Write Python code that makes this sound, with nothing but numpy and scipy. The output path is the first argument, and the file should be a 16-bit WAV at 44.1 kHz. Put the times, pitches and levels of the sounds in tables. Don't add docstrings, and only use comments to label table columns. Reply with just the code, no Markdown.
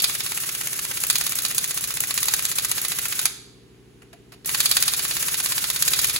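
import sys
import numpy as np
from scipy import signal
from scipy.fft import rfft, irfft
from scipy.io import wavfile
from scipy.ndimage import uniform_filter1d

SR = 44100
rng = np.random.default_rng(int(sys.argv[2]) if len(sys.argv) > 2 else 0)


def ratio_of_db(decibels):
    return 10 ** (np.asarray(decibels, float) / 20)


def put_to_file(sound):
    columns = np.atleast_2d(sound).T
    safe = np.clip(columns, -1, 1)
    whole_steps = np.round(safe * 32767)
    wavfile.write(sys.argv[1], SR, whole_steps.astype(np.int16))


N = 272979
FREQ = np.arange(N // 2 + 1) * SR / N + 1e-3
SHARED_ONLY = np.array([[1], [0]])


def curve(points):
    hz, value = np.transpose(points)
    return np.interp(np.log(FREQ), np.log(hz + 1), value)


def shaped_noise(gain):
    noise = irfft(rfft(rng.standard_normal((2, N))) * gain, N)
    return noise / np.sqrt(np.mean(noise ** 2))


def hiss(points):
    return shaped_noise(ratio_of_db(curve(points)))


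def spikes(s, db):
    out = np.zeros(N)
    place = np.clip((np.asarray(s) * SR).astype(int), 0, N - 1)
    np.add.at(out, place, ratio_of_db(db))
    return out


def decay(t, t60):
    return np.exp(-np.log(1000) * t / t60)


def bursts(s, db, t60, rise):
    swell = np.hanning(2 * int(rise * SR) + 3)
    fall = signal.lfilter([1], [1, -decay(1 / SR, t60)], spikes(s, db))
    return signal.fftconvolve(fall, swell / swell.sum())[:N]


def flutter(rate):
    hold = int(SR / rate)
    steps = np.repeat(rng.standard_normal(N // hold + 1), hold)
    return 0.92 * uniform_filter1d(steps, hold)[:N]


# f/Hz, level/dB
SHOP = [(400, -2), (1000, -3.5), (2900, -5.5), (5500, -13.5), (8600, -8), (11200, -13.5), (15800, -21.5)]


def shop_hiss():
    return ratio_of_db(-61) * hiss(SHOP) * ratio_of_db(0.48 * flutter(4.8))


# multiple of the stroke rate, rms level/dB
STROKE = [(4, -65), (5, -64), (7, -74), (12, -62.5), (15, -65.5), (17, -66.5), (20, -64), (21, -69.5),
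          (23, -66.5), (24, -65.5), (28, -68.5), (29, -70), (30, -64), (31, -70.5), (32, -62.5),
          (34, -63.5)]
# f/Hz, level/dB
PUMP = [(25, -33), (50, -12), (120, -2.5), (200, -12), (400, -2), (480, -7.5), (650, -39.5)]


def compressor():
    stroke_hz, hum_hz, hum_db, rumble_db = 12.381, 120, -58, -62
    weak_db, weak_scatter_db = -75, 5.5
    t = np.arange(N) / SR
    order = np.arange(4, 40)
    db = weak_db + weak_scatter_db * rng.standard_normal(len(order))
    for multiple, strong_db in STROKE:
        db[order == round(multiple)] = strong_db
    phase = 2 * np.pi * stroke_hz * np.outer(order, t)
    start = 2 * np.pi * rng.random((2, len(order)))
    strokes = np.array([ratio_of_db(db) @ np.sin(phase + p[:, None]) for p in start])
    throb = 1 + 0.26 * np.sin(2 * np.pi * stroke_hz * t)
    hum = ratio_of_db(hum_db) * throb * np.sin(2 * np.pi * hum_hz * t) * SHARED_ONLY
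    return np.sqrt(2) * (strokes + hum) + ratio_of_db(rumble_db) * hiss(PUMP)


# low f/Hz, high f/Hz, level/dB
ROOM = [(188, 1000, -8.5), (1240, 3600, -9), (2700, 2900, -12.5), (3260, 4900, -9), (4700, 9100, -10),
        (8900, 12900, -13), (12600, 14000, -24.5)]
ROOM_T60_S = [.5, .6, .62, .8, .58, .42, .3]


def room(x):
    t = np.arange(SR) / SR
    tail = 0
    for (low_hz, high_hz, db), t60 in zip(ROOM, ROOM_T60_S):
        band_filter = signal.butter(4, [low_hz, high_hz], "band", fs=SR, output="sos")
        band = signal.sosfilt(band_filter, rng.standard_normal((2, len(t))))
        tail = tail + ratio_of_db(db) * band * decay(t, t60) / np.sqrt(t60 * SR / 14)
    tail = tail * np.minimum(t / 0.0063, 1)
    return signal.fftconvolve(x, tail, axes=1)[:, :N]


# t/s, level/dB
KICK = [(0, -44), (.6, -45.5), (1.2, -42.5), (1.8, -43), (2.4, -41.5), (3.2, -43.5), (4.5, -41.5),
        (5.0, -41.5), (5.6, -42), (6.2, -38.5)]


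def thump():
    middle_hz, glide_hz, spin_s, lead_s = 138.7, 155.4, 0.038, 0.03213
    s = np.array(BLOWS)[1:, 0] - lead_s
    db = np.interp(s, *np.transpose(KICK)) + 0.4 * rng.standard_normal(len(s))
    t = np.arange(int(spin_s * SR)) / SR
    pitch_hz = middle_hz + glide_hz * (t / spin_s - .5)
    kick = np.hanning(len(t)) * np.sin(2 * np.pi * np.cumsum(pitch_hz) / SR)
    return signal.fftconvolve(spikes(s, db), kick)[:N] * SHARED_ONLY


def tyre():
    mode_hz, t60_s, mean_db, db_per_kick_db = 72.2, 0.29, -54.5, 3.0
    s = np.array(BLOWS)[:, 0]
    t = np.arange(SR // 2) / SR
    mode = np.sin(2 * np.pi * mode_hz * t) * decay(t, t60_s)
    kick_db = np.interp(s, *np.transpose(KICK))
    db = mean_db + db_per_kick_db * (kick_db - kick_db.mean())
    return signal.fftconvolve(spikes(s, db), mode)[:N] * SHARED_ONLY


# t/s, strength/dB, low parts over strength/dB, crack over strength/dB, hub thud level/dB
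CLINKS = [(3.742, -69, 8.5, -4, -71), (4.019, -47.5, -1, -15, -60), (4.129, -44.5, -2.5, -8.5, -47),
          (4.32, -41, -5.5, -5, -50), (4.336, -51.5, -1.5, -5, -74), (4.446, -33.5, -13.5, -8, -68)]
# f/Hz, level/dB
HUB = [(300, -30), (560, -15), (690, 5), (800, -11), (1200, -43)]


def clinks():
    rows = np.array(CLINKS)
    thud = bursts(rows[:, 0], rows[:, -1], 0.1, 0.0017) * hiss(HUB)
    return steel_hits(rows[:, :-1], slow=1.8) + thud


# t/s, exhaust rush/dB, release click/dB, share of the turn left at release (0-1)
MOTOR_RUN = [(0.02, -26, -14, 0.56), (.08, -32.5, -43, 0.48), (.45, -33, -37, 0.62), (.8, -34, -53, 0.65),
             (1.0, -32, -18.5, 0.55), (1.2, -31, -19, 0.53), (1.45, -32, -22, 0.5), (1.9, -32.5, -15, .51),
             (2.3, -31, -21, 0.56), (2.6, -30.5, -23, 0.43), (3.25, -34.5, -20, 0.68),
             (4.45, -31, -17, 0.75), (4.7, -27.5, -39, 0.41), (5.05, -30, -29, 0.57),
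             (5.35, -29.5, -40, 0.57), (5.75, -30.5, -30, 0.54), (5.88, -28, -17, 0.55),
             (6.02, -27.5, -20, 0.57), (6.15, -30.5, -16, 0.5)]
# f/Hz, level/dB
AIR = [(1500, -29.5), (3500, -15), (5500, -11.5), (6800, -6.5), (8000, 1), (11000, -3), (13500, -1.5),
       (15800, -9)]
CLICK = [(800, -18.5), (2500, -12.5), (5000, -17.5), (7000, -3.5), (11000, -1.5), (15800, -2)]
MOTOR = [(300, -9.5), (500, -8.5), (528, -7.5), (560, -7), (800, -13.5), (1300, -3), (2350, -1.5),
         (3300, -3.5), (4500, -6), (5600, -1), (7500, 0.5), (11000, 2), (15800, -3.5)]


def exhaust():
    rush_gain_db, click_gain_db, drone_gain_db = 3.5, 2.5, 4
    rush_scatter_db, click_scatter_db = 0.45, 3.5
    trigger_lead_s, empty_s = .035, .035
    blow_s = np.array(BLOWS)[:, 0]
    turn_s, next_s = np.diff(blow_s), blow_s[1:]
    when, *controls = np.transpose(MOTOR_RUN)
    rush_db, click_db, left = (np.interp(next_s - trigger_lead_s, when, c) for c in controls)
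    rush_db = rush_db + rush_scatter_db * rng.standard_normal(len(turn_s))
    click_db = click_db + click_scatter_db * rng.standard_normal(len(turn_s))
    lead_s = np.where(turn_s > 10 * trigger_lead_s, trigger_lead_s, left * turn_s)
    release_s, stop_s = next_s - lead_s, next_s + 0.0021
    gate = np.cumsum(spikes(release_s, rush_db) - spikes(stop_s, rush_db))
    vanes = ratio_of_db(1.8 * flutter(220))
    rush = signal.lfilter([.012], [1, -.988], gate) * vanes * hiss(AIR)
    keep = np.exp(-1 / (empty_s * SR))
    housing = signal.lfilter([1 - keep], [1, -keep], gate)
    drone = housing * ratio_of_db(2.35 * flutter(120)) * hiss(MOTOR)
    click = bursts(release_s, click_db, 0.019, 0.0024) * hiss(CLICK)
    return ratio_of_db(rush_gain_db) * rush + ratio_of_db(click_gain_db) * click + ratio_of_db(drone_gain_db) * drone


# f/Hz, width/Hz, level/dB
STEEL = [(1238, 100, -7.5), (1500, 43, -6.5), (1995, 80, -8.5), (2438, 174, -0.5), (2823, 17, -3),
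         (3770, 1080, -1), (4510, 210, 1), (4950, 290, -2.5), (6960, 300, -1.5), (8250, 770, -4.5),
         (11400, 1400, -10)]


def ring():
    power = sum(ratio_of_db(2 * db) / (1 + (2 * (FREQ - hz) / width) ** 4) for hz, width, db in STEEL)
    return shaped_noise(np.sqrt(power))


def strike(s, db):
    scatter_db, t60_s = 4.0, 0.041
    t = np.arange(SR // 10) / SR
    out = 0
    for hz, width, mode_db in STEEL:
        mix_db = scatter_db * rng.standard_normal(len(s))
        mode = np.sin(2 * np.pi * hz * t) * decay(t, t60_s) * np.exp(-np.pi * width * t)
        out = out + signal.fftconvolve(spikes(s, db + mode_db + mix_db), mode)
    return out[:N] * SHARED_ONLY


def steady(x):
    return x / np.sqrt(uniform_filter1d(x ** 2, int(.004 * SR)) + 0.055)


# f/Hz, level/dB
KNOCK = [(250, -28.5), (550, -19.5), (750, -11), (1100, -0.5), (1600, 0.5), (2000, 3), (2800, -51.5)]
CLANK = [(1200, -39), (1800, -8), (2400, 3), (3100, -0.5), (4300, -47.5)]
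CRACK = [(2400, -33.5), (3300, -4.5), (3800, 2), (4400, 2), (5400, 4.5), (7000, -24)]
TICK = [(4500, -33.5), (6200, 6), (7200, 7.5), (9000, 9.5), (10600, 8.5), (12500, 5), (15800, -1.5)]


def steel_hits(rows, slow):
    scatter_db = 1.0
    knock_per_db = 0.2
    bounce_s, bounce_db = .0058, -9.0
    ring_db, ring_t60_s, nearness_db = -3, 0.1, 9.5
    s, strength_db, low_db, mid_db = np.transpose(rows)
    body_db = strength_db + low_db
    knock_db = body_db - 12 + knock_per_db * (strength_db - strength_db.mean())
    levels = np.array([knock_db, body_db - 13, strength_db + mid_db - 10, strength_db - 13.5])
    levels = levels + scatter_db * rng.standard_normal(levels.shape)
    late_s = s + bounce_s * (1 + 0.44 * rng.standard_normal(len(s)))
    parts = ((KNOCK, 0.028), (CLANK, 0.032), (CRACK, 0.023), (TICK, 0.026))
    out = 0
    for db, (points, t60) in zip(levels, parts):
        first = bursts(s, db, t60 * slow, 0.0012)
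        rebound = bursts(late_s, db + bounce_db, t60 * slow, 0.0026)
        out = out + (first + rebound) * steady(hiss(points))
    out = out * ratio_of_db(1.5 * flutter(900))
    contact = strike(s, body_db - 18)
    crack_db = levels[2]
    ringing = bursts(s, crack_db + ring_db, ring_t60_s, 0.00011) * ring()
    return ratio_of_db(nearness_db) * (out + contact + ringing)


# t/s, strength/dB, low parts over strength/dB, crack over strength/dB
BLOWS = [(0.0004, -17, -15, -5.5), (0.0412, -5.5, -18.5, -11), (0.0957, -19, -7.5, -12),
         (0.1507, -17, -11, -16), (0.2043, -17.5, -10.5, -10), (0.2622, -17, -9.5, -11),
         (0.3187, -15.5, -8.5, -16), (0.374, -14, -11.5, -19), (0.435, -16.5, -11, -17),
         (0.49, -14.5, -12, -18), (0.5488, -13, -15, -16), (0.6108, -14.5, -12.5, -18),
         (0.671, -12, -14, -23), (0.7297, -12.5, -15.5, -19), (0.7907, -13.5, -15, -17),
         (0.85, -14, -12, -18.5), (0.9118, -14, -11, -20), (0.9715, -14, -14.5, -16),
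         (1.0358, -10.5, -15, -18), (1.0995, -2, -21.5, -17), (1.1548, -6.5, -18, -12.5),
         (1.21, -9, -15, -15.5), (1.265, -7, -20, -16.5), (1.3199, -11, -15.5, -18),
         (1.3857, -11, -20, -15), (1.4495, -7, -19, -13), (1.511, -13.5, -12.5, -21),
         (1.5794, -6, -20.5, -18.5), (1.6408, -9.5, -18.5, -17.5), (1.708, -11, -17.5, -17.5),
         (1.7735, -9, -17.5, -18), (1.8395, -10.5, -19, -16.5), (1.905, -13, -15, -15.5),
         (1.9707, -16, -11, -12), (2.0363, -11, -14, -18), (2.1073, -12, -12.5, -14.5),
         (2.176, -7, -14, -15.5), (2.229, -6, -21.5, -17), (2.2828, -6, -18, -15.5),
         (2.3366, -2, -20.5, -19), (2.392, -13, -10.5, -17), (2.4514, -8, -21, -18.5),
         (2.5143, -9.5, -18, -18), (2.584, -7.5, -18, -16), (2.6466, -7, -19.5, -20.5),
         (2.7135, -8, -17, -18.5), (2.7801, -12.5, -13.5, -14), (2.8483, -11, -15, -16),
         (2.9174, -13.5, -12, -13), (2.9857, -10.5, -14, -17), (3.054, -14, -11, -15.5),
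         (3.1235, -10, -14.5, -21), (3.1909, -7.5, -18.5, -16), (3.2541, -2, -20, -14.5),
         (4.4916, -12, -9.5, -15.5), (4.5462, -11, -9.5, -12.5), (4.6024, -2.5, -21, -14.5),
         (4.657, -4.5, -22.5, -13.5), (4.7125, -3, -19.5, -13.5), (4.7674, -3, -15, -13.5),
         (4.8238, -5, -18.5, -13), (4.879, -5.5, -16, -11), (4.9352, -9.5, -16.5, -12.5),
         (4.9923, -15.5, -11, -8.5), (5.0504, -14, -11, -14), (5.11, -14.5, -10.5, -11),
         (5.1661, -11.5, -14.5, -14), (5.226, -13, -12.5, -18), (5.2826, -13, -11.5, -13),
         (5.3422, -14, -9, -8.5), (5.4001, -9.5, -15.5, -15), (5.459, -11, -14.5, -11),
         (5.52, -10.5, -13, -13), (5.5789, -8.5, -15, -14.5), (5.6404, -13, -11.5, -11),
         (5.7002, -7.5, -18, -16.5), (5.7607, -12, -13.5, -13), (5.8227, -3.5, -23.5, -17),
         (5.878, -2, -23, -17), (5.9338, -7, -19.5, -12.5), (5.9896, -6.5, -19, -13),
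         (6.0431, -3.5, -19, -16.5), (6.0964, -10.5, -17, -12.5), (6.1605, -9.5, -18.5, -11)]


def hammer_blows():
    return steel_hits(BLOWS, slow=0.83)


def scene():
    wrench = hammer_blows() + clinks() + exhaust() + thump() + tyre()
    return wrench + room(wrench) + compressor() + shop_hiss()


def roll_off(x):
    return signal.sosfilt(signal.butter(12, 17130, fs=SR, output="sos"), x)


# f/Hz, level/dB
UNLIKE = [(30, -20), (60, -7.5), (200, -9.5), (400, -8.5), (800, -4.5), (2000, -4), (4400, 0.5),
          (6500, -4.5), (8000, -36), (16000, -25)]
# f/Hz, lead/rad
LEAD = [(0, 0), (340, -.3), (950, .7), (1890, .6), (3360, 1.6), (4310, .8), (5430, 1.8), (6200, 0),
        (8550, -3.14), (11000, -6.28), (13400, -9.42), (15800, -12.57)]
# f/Hz, level/dB
TILT = [(110, 0.7), (380, 0.3), (700, -2), (1290, -0.5), (2380, 0), (4400, -4), (8120, -0.6), (15000, 0.3)]


def record(dry):
    top_hz, low_hz = 15800, 45
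    common, apart = rfft(dry)
    apart = apart * ratio_of_db(curve(UNLIKE))
    hz, lead = np.transpose(LEAD)
    turn = ratio_of_db(curve(TILT) / 2) * np.exp(.5j * np.interp(FREQ, hz, lead))
    ports = irfft(np.array([(common + apart) * turn, (common - apart) / turn]), N)
    mix = signal.sosfilt(signal.ellip(10, .2, 70, top_hz, fs=SR, output="sos"), ports)
    mix = signal.sosfilt(signal.butter(4, low_hz, "high", fs=SR, output="sos"), mix)
    return roll_off(mix)


dry = scene()
out = record(dry)
put_to_file(out)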